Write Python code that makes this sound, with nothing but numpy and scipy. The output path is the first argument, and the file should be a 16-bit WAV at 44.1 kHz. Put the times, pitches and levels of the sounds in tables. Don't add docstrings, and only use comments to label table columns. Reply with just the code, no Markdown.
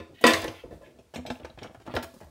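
import sys
import numpy as np
from scipy import signal
from scipy.fft import rfft, irfft
from scipy.io import wavfile
from scipy.ndimage import uniform_filter1d, map_coordinates

SR = 44100
rng = np.random.default_rng(int(sys.argv[2]) if len(sys.argv) > 2 else 0)


def log_audio(samples):
    frames = np.atleast_2d(samples).T
    limited = np.clip(frames, -1, 1)
    pcm = np.round(limited * 32767).astype(np.int16)
    wavfile.write(sys.argv[1], SR, pcm)


def volts(x):
    e = np.asarray(x, float) / 20
    return 10 ** e


N = 101430
TOP_HZ = 15750
PEAKY_DB = 3.5


def unit(x):
    return x / np.sqrt(np.mean(x ** 2) + 1e-20)


def along(points, hz):
    f, v = np.transpose(points)
    return np.interp(np.log(hz + 1), np.log(f + 1), v)


def wobble(rate_hz):
    knots = rng.standard_normal(int(N * rate_hz / SR) + 4)
    return map_coordinates(knots, [np.arange(N) * rate_hz / SR])


def coloured(spectrum):
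    white = rfft(rng.standard_normal(N))
    return unit(irfft(white * volts(along(spectrum, np.fft.rfftfreq(N, 1 / SR))), N))


def swells(rows):
    t = np.arange(N) / SR
    out = np.zeros(N)
    for start_s, length_s, level_db in rows:
        progress = np.clip((t - start_s) / length_s, 0, 1)
        out += volts(level_db) * np.sqrt(np.abs(np.sin(np.pi * progress)))
    return out


def dying(dies, spectrum, rings, peaky_db):
    uneven = 0.3
    hz, t, z = signal.stft(rng.standard_normal(SR // 2), SR, nperseg=256)
    luck = rng.standard_normal((2, len(hz))) * peaky_db
    life = np.exp(uneven * np.tanh(luck[1] / PEAKY_DB))
    t60_s = np.clip(rings * along(dies, hz) * life, 0.003, 2)
    level_db = (along(spectrum, hz) + luck[0])[:, None] - 60 * t / t60_s[:, None]
    tail = signal.istft(z * volts(level_db), SR, nperseg=256)[1][:SR // 2]
    return tail / np.linalg.norm(tail)


def struck(hits, modes, noise, dies, noise_db, rings, detune=0):
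    longest_t60_s, scatter_db = 0.32, 3
    crack_db, crack_s = -5, 0.005
    rattle_db, rattle_rises = -3, 7
    pivot_hz = 987
    size = SR // 2
    out = np.zeros(N + SR)
    t = np.arange(size) / SR
    f = np.fft.rfftfreq(SR, 1 / SR)
    hz, db, t60_s = np.transpose(modes)[:, :, None]
    t60_s = rings * np.minimum(t60_s, longest_t60_s)
    for start_s, peak_db, rise_s, hard_db in hits:
        swell = (1 - np.exp(-t / max(rise_s, 1e-4))) ** 2
        pitch_hz = hz * (1 + detune * rng.standard_normal())
        delays_s = rattle_rises * rise_s * rng.random((3, 1))
        rattle = 1 + volts(rattle_db) * np.exp(-2j * np.pi * f * delays_s).sum(axis=0)

        mode_db = db + scatter_db * rng.standard_normal(db.shape) - 60 * t / t60_s
        ring = np.sum(volts(mode_db) * np.sin(2 * np.pi * pitch_hz * t), axis=0)
        plate = volts(noise_db) * dying(dies, noise, rings, PEAKY_DB)
        burst = rng.standard_normal(size) * volts(-60 * t / (crack_s + rise_s))
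        crack = irfft(rfft(burst, SR) * volts(along(noise, f)), SR)[:size] * swell
        crack = volts(crack_db) * crack / np.linalg.norm(crack)

        tonal = rfft(ring * swell, SR) / np.linalg.norm(ring)
        rough = rfft(plate * swell + crack, SR) * rattle / 2
        hardness = (1 + 1j * f / pivot_hz) ** (hard_db / 6)
        sound = irfft((tonal + rough) * hardness, SR)[:size]
        loudest = np.sqrt(2 * uniform_filter1d(sound ** 2, size=200).max())
        out[round(start_s * SR):][:size] += volts(peak_db) * sound / loudest
    return out[:N]


def pot():
    # start_s, peak_db, rise_s, hardness_db_per_octave
    hits = [
        (0.0, -26, 0.003, -3),
        (0.209, -30, 0.011, -12),
        (0.2395, 3, 0.0009, -0.5),
        (0.250, -7.5, 0.0019, -4),
        (0.264, -6.5, 0.0061, 2),
        (0.279, -15.5, .002, 2.5),
        (0.426, -23.5, 0.001875, 0),
        (0.444, -16.5, 0.0013, -14),
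        (0.479, -23, 0.0012, -12),
        (0.535, -42, 0.0027, 3),
    ]
    shifts = [
        (0.093, -37.5, 0.0038, -16),
        (0.635, -26.5, 0.0044, -13.5),
        (0.707, -33.5, 0.0037, -4.5),
        (0.726, -40.5, 0.0031, -5.5),
        (0.813, -35, 0.0033, -5),
        (0.874, -43.5, 0.0037, -6.5),
        (0.939, -45.5, 0.0037, -8.5),
    ]
    # hz, level_db, t60_s
    modes = [(244, -3.5, 0.37), (324, -0.5, .33), (408.5, -3, 0.24), (480, 4.5, 0.11), (520, 5, 0.16),
             (692.8, -3.5, .3), (997, -8.5, 0.24), (1023, -4.5, 0.26), (1345, -12, .4), (1751, -6, 0.228),
             (1924, 0.5, .15), (2615, -6, .25), (2880, -13, .2), (3560, -12.5, 0.36)]
    # hz, db_per_hz
    free_noise = [(170, -52), (260, -9.5), (600, -8), (1500, -14.5), (4600, -21.5), (5200, -30),
                  (16000, -45)]
    held_noise = [(180, -3.5), (500, -6), (1200, -25), (8000, -26)]
    # hz, t60_s
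    free_dies = [(200, 0.47), (1000, 0.5), (12000, 0.66)]
    held_dies = [(300, 0.58), (2000, 0.55)]
    landing = struck(hits, modes, free_noise, free_dies, noise_db=-5.5, rings=0.73)
    shifting = struck(shifts, modes, held_noise, held_dies, noise_db=5.5, rings=0.58)
    return volts(-9) * landing + volts(-7) * shifting


def basin():
    # start_s, peak_db, rise_s, hardness_db_per_octave
    hits = [(0.988, -38, 0.0012, -17), (1.138, -32.5, 0.0017, 2), (1.158, -25, 0.006, -13),
            (1.179, -33.5, 0.00223, -11.5), (1.251, -28.5, 0.0051, -4.5), (1.301, -18.5, 0.0023, -2),
            (1.352, -56, 0.0031, -5), (1.398, -37.5, 0.0033, -11), (1.446, -27.5, 0.0014, 0),
            (1.496, -39.5, 0.002, -5.5), (1.574, -35, 0.0076, -3), (1.620, -31, 0.008, -3),
            (1.645, -34.5, 0.00194, -9.5), (1.676, -45, 0.003, -9), (1.695, -40, 0.0026, -4),
            (1.745, -37, 0.0033, 1.5), (1.799, -43, 0.0083, 2), (1.864, -34, 0.0025, 3),
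            (1.874, -28, 0.0046, -4), (1.9385, -20.5, 0.003, -1), (1.9645, -16, 0.001, 2),
            (1.987, -26.5, 0.0015, -0.5), (2.027, -29.5, 0.0058, 6.5), (2.137, -38.5, 0.0058, -13.5),
            (2.203, -45, 0.0014, 7), (2.212, -33, 0.0049, -2.5), (2.269, -46, 0.0033, -11.5)]
    # hz, level_db, t60_s
    modes = [(251.5, -6.5, 0.15), (328.5, -11.5, 0.23), (524.7, -4, 0.11), (632, 12.5, 0.041),
             (850, -3, 0.087), (1359, -12, 0.13), (1697, -7, 0.093), (2960, -13.5, 0.052),
             (5600, -18.5, 0.077)]
    # hz, db_per_hz
    noise = [(60, 4), (250, 5.5), (650, 4), (1400, -6), (4400, -21), (16000, -41)]
    # hz, t60_s
    dies = [(200, 0.12), (1500, 0.13), (12000, 0.0383)]
    return volts(-4) * struck(hits, modes, noise, dies, noise_db=-4.5, rings=0.67)


def cutlery():
    # start_s, peak_db, hardness_db_per_octave
    ticks = [(0.2109, -39.5, 4.5), (0.2657, -11, -3.5), (0.3362, -13, -6), (0.4192, -36.5, -3),
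             (0.443, -30, -12), (0.4771, -27, -9.5), (0.9861, -54, -4), (1.1443, -37, -1),
             (1.1584, -33, -5), (1.263, -32, -3), (1.302, -28, -7), (1.4471, -37.5, -9),
             (1.5863, -36.5, -9), (1.6301, -37, -5), (1.7564, -92, -18), (1.8148, -56, -2.5),
             (1.8668, -45, -21), (1.9489, -39, 9), (1.9643, -28.5, -9), (2.0278, -36, 6),
             (2.1395, -50.5, 4)]
    # hz, level_db, t60_s
    modes = [(5500, 5.5, .12), (6790, 13, 0.16), (8350, 12, 0.15), (12300, 2.5, 0.096), (12500, -10.5, .12),
             (15300, 2, .1)]
    # hz, db_per_hz
    noise = [(1200, -19.5), (2500, -6), (6000, -12), (16000, -22.5)]
    # hz, t60_s
    dies = [(3000, 0.09), (15000, 0.097)]
    rise_s = 0.00037
    hits = [(start_s, peak_db, rise_s, hard_db) for start_s, peak_db, hard_db in ticks]
    return volts(-5.5) * struck(hits, modes, noise, dies, noise_db=12.5, rings=1, detune=0.04)


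def clinks():
    # start_s, peak_db, centre_hz, t60_s
    contacts = [(.2482, -18, 3400, 0.034), (0.2536, -14, 2490, 0.047), (0.2621, -15, 4000, 0.018),
                (.268, -17, 7000, 0.053), (0.2763, -14.5, 2520, .03), (0.3006, -23, 2630, 0.034),
                (0.3359, -11, 3987, 0.0061), (0.4191, -30, 10070, 0.011), (0.4428, -28, 4360, .015),
                (0.4723, -42, 7100, 0.0064), (0.481, -32, 3890, 0.024), (.637, -35.5, 520, 0.085),
                (0.71, -35.5, 520, 0.1), (.7175, -44, 520, 0.024), (0.727, -31.5, 480, 0.052),
                (.811, -43.5, 550, 0.087), (.862, -49, 2010, 0.049), (.872, -46, 410, 0.072),
                (1.1586, -32, 3036, 0.035), (1.176, -38, 850, 0.035), (1.2683, -42, 4040, 0.017),
                (1.3017, -29, 2720, 0.024), (1.3557, -44, 2870, 0.026), (1.3992, -50, 3240, 0.055),
                (1.4333, -47, 2580, 0.037), (1.450, -34.5, 745, 0.027), (1.4532, -38.5, 2800, 0.015),
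                (1.5008, -46, 3450, 0.041), (1.579, -52, 1730, 0.028), (1.589, -38.5, 2690, 0.0209),
                (1.6184, -44.5, 3040, 0.051), (1.631, -37, 3190, 0.021), (1.644, -37.5, 1420, 0.0636),
                (1.672, -44, 2770, 0.033), (1.875, -45.5, 754, 0.074), (1.952, -36, 4000, 0.039),
                (1.9647, -20, 2620, 0.023), (1.989, -36, 3740, 0.025), (2.0258, -34, 3460, 0.021),
                (2.037, -36, 1720, 0.03)]
    pitch_spread, rise_cycles = 0.22, 0.8
    out = np.zeros(N + SR)
    t = np.arange(SR // 8) / SR
    for start_s, peak_db, centre_hz, t60_s in contacts:
        luck = rng.standard_normal((2, 12, 1))
        spread = pitch_spread * np.clip(0.03 / t60_s, 0.2, 2)
        partial_hz = np.minimum(centre_hz * np.exp(spread * luck[0]), TOP_HZ)
        partials = volts(2.3 * luck[1] - 60 * t / t60_s) * np.sin(2 * np.pi * partial_hz * t)
        ring = partials.sum(axis=0) * (1 - np.exp(-t * centre_hz / rise_cycles))
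        out[round(start_s * SR):][:len(t)] += volts(peak_db) * ring / np.abs(ring).max()
    return out[:N]


def long_rings():
    # start_s, peak_db, pitch_hz, t60_s
    notes = [(0.247, -8.5, 244, 0.15), (.241, -11.5, 997, 0.23), (.29, -27.5, 667, 0.37),
             (.325, -35, 324, 0.4), (.835, -51, 1700, 0.14), (1.172, -28, 250, 0.27),
             (1.255, -39, 253, 0.13), (1.301, -23, 249.7, .13), (1.871, -36, 248, .3),
             (1.967, -29, 1379, 0.14), (1.968, -29, 246.2, 0.24), (2.04, -40.5, 663.5, 0.22)]
    rise_cycles = 3
    start_s, peak_db, pitch_hz, t60_s = np.transpose(notes)[:, :, None]
    t = np.maximum(np.arange(N) / SR - start_s, 0)
    swing = volts(peak_db - 60 * t / t60_s) * (1 - np.exp(-t * pitch_hz / rise_cycles))
    return np.sum(swing * np.sin(2 * np.pi * pitch_hz * t), axis=0)


def scrapes():
    # start_s, length_s, level_db
    strokes = [
        (0.138, 0.33, -54.5),
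        (0.521, 0.12, -54),
        (0.824, 0.091, -62),
        (1.317, 0.065, -67.5),
        (1.428, 0.073, -63.5),
        (1.6, 0.083, -62),
        (1.849, 0.19, -55.5),
    ]
    # hz, level_db
    tone = [(1000, -12.5), (1900, 7), (3600, 3), (7000, -21.5)]
    out = np.zeros(N)
    for stroke in strokes:
        grain = volts(3.9 * wobble(59.28) + 2.1 * wobble(600))
        grit = swells([stroke]) * grain * rng.standard_normal(N)
        body = dying([(100, 0.041)], tone, 0.84, PEAKY_DB / 2)
        out += signal.fftconvolve(grit, body)[:N]
    return out


def water():
    # start_s, length_s, level_db
    slops = [
        (1.3, .11, -69.5),
        (2.02, 0.3, -68.5),
    ]
    # hz, level_db
    tone = [(800, -17), (4000, 2.5), (16000, -5)]
    idle_db = -77.5
    grain = volts(1.5 * wobble(43) + 1.6 * wobble(400))
    return (swells(slops) + volts(idle_db)) * grain * coloured(tone)


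def counter():
    # start_s, peak_db, pitch_hz
    thumps = [(0.0, -42, 82), (0.331, -36, 91.5), (0.377, -38.5, 96.5), (0.426, -38.5, 54.7),
              (0.479, -42, 105.5), (0.537, -50, 88), (0.657, -59, 60.6), (0.723, -43, 60.5),
              (0.988, -70, 72.5), (1.178, -38, 80), (1.318, -46, 77.5), (1.43, -41.5, 72.7),
              (1.54, -43, 51.1), (1.618, -46, 103), (1.769, -51.5, 109), (1.944, -32.5, 86),
              (2.038, -46, 80.5), (2.241, -45.5, 71.8)]
    # hz, level_db
    rumble_tone = [(30, -27.5), (60, 23.5), (120, 10), (180, -32)]
    hush_tone = [(59, -35), (100, 4.5), (2800, -14), (9210, -19.5), (16000, -33.5)]
    thump_db, rise_s, t60_s = 10, 0.0043, 0.15
    rumble_db, hush_db = -61.5, -67.5
    out = np.zeros(N + SR)
    t = np.arange(SR // 2) / SR
    swell = (1 - np.exp(-t / rise_s)) ** 2
    for start_s, peak_db, pitch_hz in thumps:
        level = volts(peak_db + thump_db - 60 * t / t60_s)
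        out[round(start_s * SR):][:len(t)] += level * swell * np.sin(2 * np.pi * pitch_hz * t)
    rumble = volts(rumble_db + 1.4 * wobble(10)) * coloured(rumble_tone)
    return out[:N] + rumble + volts(hush_db) * coloured(hush_tone)


def kitchen(x):
    # hz, t60_s
    dies = [(500, 0.37), (12000, 0.39)]
    wall_s = 0.0056
    delayed = np.pad(x, (round(wall_s * SR), 0))
    return volts(-10.5) * signal.fftconvolve(delayed, dying(dies, [(100, 0)], 0.92, 0))[:N]


def scene():
    near = pot() + basin() + cutlery() + clinks() + long_rings() + scrapes()
    return (near + kitchen(near) + water() + counter())[None]


def band_limit(x):
    return signal.sosfilt(signal.butter(12, 16490, fs=SR, output="sos"), x)


def record(dry):
    low_hz = 50
    hz = np.fft.rfftfreq(N, 1 / SR)
    low_cut = (1j * hz / (low_hz + 1j * hz)) ** 3
    heard = irfft(rfft(dry) * (hz < TOP_HZ) * low_cut, N)
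    return band_limit(heard)


dry = scene()
out = record(dry)
log_audio(out)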